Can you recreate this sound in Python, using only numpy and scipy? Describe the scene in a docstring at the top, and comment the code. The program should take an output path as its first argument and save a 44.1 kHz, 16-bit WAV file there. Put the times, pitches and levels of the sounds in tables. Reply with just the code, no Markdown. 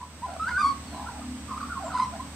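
"""A magpie warbles: fluty sliding notes, some overlapping as from the two sides of its syrinx, in yard echoes.
Each note is a gliding sine with throat-coloured overtones; random wobbles make it waver and rasp.
Thin high sines add far birds and one ringing overtone of the magpie; sines make a beating hum and passing engine.
Shaped noise gives an outdoor hiss; there are also two faint buzzing whines and a squeal in steps.
"""
import sys
import numpy as np
from scipy import signal
from scipy.fft import rfft, irfft, next_fast_len
from scipy.io import wavfile
from scipy.ndimage import uniform_filter1d, map_coordinates

SR = 44100
rng = np.random.default_rng(int(sys.argv[2]) if len(sys.argv) > 2 else 0)


def to_wav(s):
    """Save 16-bit WAV."""
    ch = np.atleast_2d(s).T  # columns
    pcm = np.round(np.clip(ch, -1, 1) * 32767)  # PCM
    wavfile.write(sys.argv[1], SR, pcm.astype(np.int16))


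N = 103635
T = np.arange(N) / SR  # time in seconds
TOP_HZ = 15690  # no sound is kept from here up
EDGE_S = 0.0034  # fade at each end of a short sound


def amp(db):
    """Turn decibels into a plain multiplier."""
    return 10 ** (np.asarray(db) / 20)


def unit(x):
    """Scale a signal to an average strength (rms) of 1."""
    return x / np.sqrt(np.mean(x ** 2) + 1e-20)


def along(points, hz):
    """Read (Hz, value) points at any frequency, on a log axis."""
    f, v = np.transpose(points)
    return np.interp(np.log(hz + 1), np.log(f + 1), v)


def curves(rows, t=T):
    """Join the points of each column after the time, giving one value per moment."""
    s, *cols = np.transpose(rows)
    return [np.interp(t, s, c) for c in cols]


def wobble(rate):
    """A smooth random curve through this many random points a second."""
    points = rng.standard_normal(int(N * rate / SR) + 4)
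    return map_coordinates(points, [T * rate])


def tone(hz, turn=0):
    """A sine of rms 1 that follows a pitch curve; turn is its starting point in cycles."""
    cycles = np.cumsum(hz) / SR + turn
    return np.sqrt(2) * np.sin(2 * np.pi * cycles)


def filtered(x, response):
    """Multiply each frequency of x by the response at that frequency."""
    m = next_fast_len(N + SR // 2)
    gain = response(np.fft.rfftfreq(m, 1 / SR))
    return irfft(rfft(x, m) * gain, m)[..., :N]


def edges(t, start, end):
    """A soft start and stop, silent outside."""
    nearest_end = np.minimum(t - start, end - t)
    return np.sin(np.pi / 2 * np.clip(nearest_end / EDGE_S, 0, 1)) ** 2


def magpie():
    """A syrinx gives near-sine notes; the throat colours their hoarse overtones."""
    # magpie notes: (overtones/dB, roughness 0-1, [(t/s, f/Hz, level/dB)])
    notes = [ (-10, 0.012, [(.222, 902, -37.5), (.243, 1010, -25.5), (.265, 1007, -36)]),
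             (-6, 0.23, [(.258, 832.6, -35.5), (.295, 677, -36.5), (.33, 774.4, -34), (.37, 636, -41.5)]),
             (-6.5, 0.0097, [(.399, 1258, -26), (.445, 1339, -24.5), (.458, 1413, -36.5),
             (.472, 1463, -21.5), (.495, 1658, -30.5)]), (6, 0.22, [(.481, 956, -32.5), (.515, 1018, -35)]),
             (-12, 0.014, [(.512, 1445, -30), (.548, 1432, -22.5), (.575, 1529, -18.5), (.6, 1555, -35.5)]),
             (-3, 0.016, [(.582, 1177, -24), (.617, 1202, -13), (.634, 1136, -23.5), (.65, 1098, -16.5),
             (.675, 1128, -20), (.725, 1093, -29.5)]), (-12, 0.18, [(1.088, 1032, -32), (1.12, 753.5, -43),
             (1.16, 862, -38), (1.2, 706, -41.5)]), (-9, 0.19, [(1.482, 1215, -37), (1.525, 1030, -31),
             (1.59, 1053, -43)]), (-3.5, 0.17, [(1.604, 1580, -37), (1.615, 1201, -28.5),
             (1.635, 1121, -28.5), (1.65, 1376, -37), (1.683, 1124, -40)]), (-17, 0.27, [(1.695, 1465, -36),
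             (1.725, 1375, -28.5), (1.75, 1234, -39), (1.768, 1040, -30), (1.8, 1092, -34.5)]),
             (-8, 0.083, [(1.8, 741, -36), (1.825, 801, -32.5), (1.85, 620, -34), (1.9, 763.5, -41.5),
             (1.935, 760, -35.5)]), (5.5, 0.334, [(1.95, 1226, -55), (1.975, 1429, -28), (1.987, 1204, -34),
             (2.02, 1227, -38), (2.07, 1140, -56)]), (-3, 0.084, [(1.94, 1005, -32), (1.958, 1008, -19.5),
             (1.978, 995, -32.5), (2.0, 1000, -16.5), (2.017, 1041, -28), (2.032, 1016, -18),
             (2.062, 1055, -37.5)]), (-7.5, 0.047, [(2.196, 1003, -35), (2.203, 1024, -29.5),
             (2.25, 1150, -55)]), ]
    # brief glides of the magpie; the second row is not a note of its own but the strong
    # second overtone of the note near 1000 Hz, sliding upward:
    # (start/s, length/s, first f/Hz, last f/Hz, level in the middle/dB)
    glides = [(0, 0.056, 978, 1012, -35.5), (0.482, 0.038, 1752, 2135, -37.5),
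              (0.936, 0.11, 1007, 990, -37), (0.919, 0.16, 701, 888, -37), (1.061, 0.03, 1308, 1486, -34),
              (1.213, 0.012, 1197, 1244, -38), (1.502, 0.045, 1261, 1076, -31),
              (1.567, 0.022, 1210, 1260, -29), (1.855, 0.045, 1060, 940, -33.5),
              (1.893, 0.031, 1443, 1455, -37.5), (1.908, 0.039, 1319, 1216, -31.5),
              (2.127, 0.042, 678, 790, -33)]
    # throat colour: (f/Hz, overtone level against the fundamental/dB)
    throat = [(1350, -3), (2200, -20), (3500, -30), (4500, -17), (5900, -32.5), (9000, -33), (14500, -65)]
    glide_rough, glide_bright_db = 0.36, -7  # roughness and overtone level of the brief glides
    glide_arch_db = 5  # a brief glide is this much weaker at both ends
    effort_s = 0.02  # overtones follow the level averaged over this long
    waver_depth, smear = 0.013, 0.13  # slow and fast pitch changes, scaled by roughness below

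    brief_glides = []
    for start, length, first, last, db in glides:
        rows = [(start, first, db - glide_arch_db),
                (start + length / 2, (first + last) / 2, db),
                (start + length, last, db - glide_arch_db)]
        brief_glides.append((glide_bright_db, glide_rough, rows))

    song = np.zeros(N)
    waver = wobble(76)
    shimmer = wobble(331.7)  # fast enough to sound hoarse
    for bright_db, rough, rows in notes + brief_glides:
        start = max(rows[0][0] - EDGE_S, 0)
        end = rows[-1][0] + EDGE_S
        span = slice(int(start * SR), int(end * SR))
        hz, db = curves(rows, T[span])
        # each sound reads waver from its beginning
        own_waver = np.roll(waver, span.start)[span]
        hz = hz * (1 + waver_depth * (0.38 + 3 * rough) * own_waver)
        rasp_share = np.sqrt(np.abs(rough))

        overtones = 0
        for k in range(2, 15):
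            # time shifts give each overtone its own level and pitch flutter
            flutter = 1 + 0.51 * np.roll(shimmer, k * SR // 20)[span]
            jitter = 1 + smear * rasp_share * np.roll(shimmer, -k * SR // 20)[span]
            level = amp(along(throat, k * hz)) * flutter * (k * hz < TOP_HZ)
            overtones = overtones + level * tone(k * hz * jitter)

        effort_db = uniform_filter1d(db, int(effort_s * SR))
        voice = amp(db) * tone(hz) + amp(effort_db + bright_db) * overtones
        # rough sounds swap some of their steady level for a random one
        rasp = np.sqrt(np.abs(1 - rough)) + rasp_share * np.roll(shimmer, span.start)[span]
        song[span] += rasp * edges(T[span], start, end) * voice
    return song


def yard(x, wet_db):
    """Echoes blur into a fading noise tail after the direct sound, different on each side."""
    # echo fade: (f/Hz, time to fall by 60 dB/s)
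    fade_times = [(900, 0.33), (5000, 0.2)]
    noise = rng.standard_normal((2, SR * 3 // 4))
    hz, t, z = signal.stft(noise, SR, nperseg=256)
    fade = amp(-60 * t / along(fade_times, hz)[:, None])
    tail = signal.istft(z * fade, SR, nperseg=256)[1]
    tail = np.array([tail[0] + 0.5 * tail[1], tail[0] - 0.5 * tail[1]])
    tail *= amp(wet_db) / np.linalg.norm(tail[0])
    tail[:, 0] += 1  # the direct sound
    return signal.fftconvolve(x[None], tail, axes=1)[:, :N]


def thin_high_tones():
    """Gliding sines, blurred by random level and pitch: far birds and one magpie overtone."""
    # small far birds, but the second row is a high overtone of the magpie's low note,
    # ringing in its throat: (start/s, length/s, first f/Hz, last f/Hz, level/dB)
    high_glides = [(0.861, 0.17, 4500, 3764, -59.5), (1.82, .07, 7850, 7200, -54),
                   (1.925, 0.016, 3690, 4800, -51), (1.939, 0.035, 4870, 4800, -56),
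                   (2.034, 0.073, 5850, 5270, -59)]
    tones = np.zeros(N)
    for start, length, first, last, db in high_glides:
        level = amp(db + 3.8 * wobble(90))
        glide = np.interp(T, [start, start + length], [first, last])
        tones += level * edges(T, start, start + length) * tone(glide * (1 + 0.015 * wobble(300)))
    return tones


def machine_hum():
    """A machine's speed sets its hum; a second tone just below beats with it as a throb."""
    # machine speed: (t/s, f/Hz)
    speed_points = [(0, 77.74), (2.35, 75.7)]
    # hum tones: (multiple of the speed, level/dB)
    hum_orders = [(1, -46.5)]
    # lower tone: (t/s, level/dB)
    throb_points = [(0, -63), (.6, -50), (1.3, -52), (1.9, -59)]
    throb_hz = 7.8  # gap between the two tones, so beats a second
    speed, = curves(speed_points)
    hum = sum(amp(db + wobble(6)) * tone(speed * k) for k, db in hum_orders)
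    throb = amp(curves(throb_points)[0]) * tone(speed - throb_hz, 0.22)
    return hum + throb


def engine():
    """A passing engine sounds at multiples of its firing rate, wavering in level and pitch."""
    # engine passing: (t/s, firing f/Hz, level change/dB)
    passing = [(0, 36, -13.5), (1.2, 35.68, 1.5), (2.35, 35.31, -3.5)]
    # engine tones: (multiple of the firing rate, level before the change/dB)
    engine_orders = [(6, -50.5), (7, -52), (8, -52)]
    firing, pass_db = curves(passing)
    sound = np.zeros(N)
    for k, db in engine_orders:
        level = amp(db + pass_db + 3.8 * wobble(7.45))
        pitch = k * firing * (1 + 0.01216 * wobble(9.13))
        sound += level * tone(pitch, rng.random())
    return sound


def hiss():
    """Outdoor noise, near mono in the bass, slightly patchy in time and frequency."""
    # noise colour: (f/Hz, relative level per Hz/dB)
    colour = [(30, -20.5), (90, -7), (230, -5), (400, -18), (900, -15), (1500, -19), (8200, -26),
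              (10000, -34.5), (15600, -40)]
    # left-right likeness: (f/Hz, 1 for the same to -1 for opposite)
    likeness = [(60, 1), (290, 0.913), (1400, 0.63), (4500, -0.27)]
    # balance: (f/Hz, left over right/dB)
    balance = [(1500, -0.5), (2400, -3.5), (6000, 0)]
    hiss_db = -43.5  # rms level over both sides

    z = signal.stft(rng.standard_normal((2, N)), nperseg=512)[2]
    field = rng.standard_normal(z.shape[1:])
    field = uniform_filter1d(field, size=6, axis=0)
    field = uniform_filter1d(field, size=14, axis=1)
    pair = signal.istft(z * amp(0.36 * unit(field)), nperseg=512)[1][:, :N]

    def colour_and_width(hz):
        # the angle splits the noise between the shared and the opposite part
        angle = np.arccos(np.clip(along(likeness, hz), -1, 1)) / 2
        return amp(along(colour, hz)) * [np.cos(angle), np.sin(angle)]

    def side_gains(hz):
        return amp(along(balance, hz) * [[0.5], [-0.5]])

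    mid, side = filtered(pair, colour_and_width)
    sides = np.array([mid + side, mid - side])
    return amp(hiss_db) * unit(filtered(sides, side_gains))


def whines():
    """Steady high tones buzz because their sign flips quickly."""
    # whines: (f/Hz, level/dB, left over right/dB)
    whine_tones = [(7867, -62.5, -11), (8265, -59.5, -14.5)]
    flips_hz = 30  # sign flips a second
    flips = np.clip(8 * np.sin(np.pi * flips_hz * T), -1, 1)
    whine = np.zeros((2, N))
    for hz, db, pan in whine_tones:
        level = amp(db + 0.37 * wobble(11.34))
        whine += level * amp([[pan / 2], [-pan / 2]]) * flips * tone(np.full(N, hz))
    return whine


def squeal():
    """A gliding sine jumps in pitch twice a second; fast pitch wobble makes it fuzzy."""
    # alternating steps: (first f/Hz, f half a second on/Hz)
    squeal_steps = [(12450, 13000), (11700, 12200)]
    start_s, width_hz = 0.2, 130  # time of a jump, size of the pitch wobble
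    steps = 2 * (T - start_s)
    first, last = np.transpose(squeal_steps)[:, np.floor(steps).astype(int) % 2]
    glide = first + (last - first) * np.sqrt(steps % 1)
    level = amp(-75 + 2.1 * wobble(5.2))  # dB, before the side gains
    return level * tone(glide + width_hz * wobble(200)) * amp([[2.5], [-5]])


def scene():
    """Place the song and thin tones in echoes over a background that swells at the start."""
    # pairs of gains are left and right, in dB
    song = yard(magpie(), -6) * amp([[-4.4], [-3.8]])
    high_tones = yard(thin_high_tones(), -3) * amp([[1.2], [-2.5]])
    swell_db, swell_s = -5.5, 0.51  # background level at the start, time to reach 0 dB
    swell = amp(swell_db * np.clip(1 - T / swell_s, 0, 1))
    background = machine_hum() + engine() + hiss() + whines() + squeal()
    return song + high_tones + swell * background


def record(dry):
    """Cut away everything from the top frequency up."""
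    return filtered(dry, lambda hz: hz < TOP_HZ)


dry = scene()
out = record(dry)
to_wav(out)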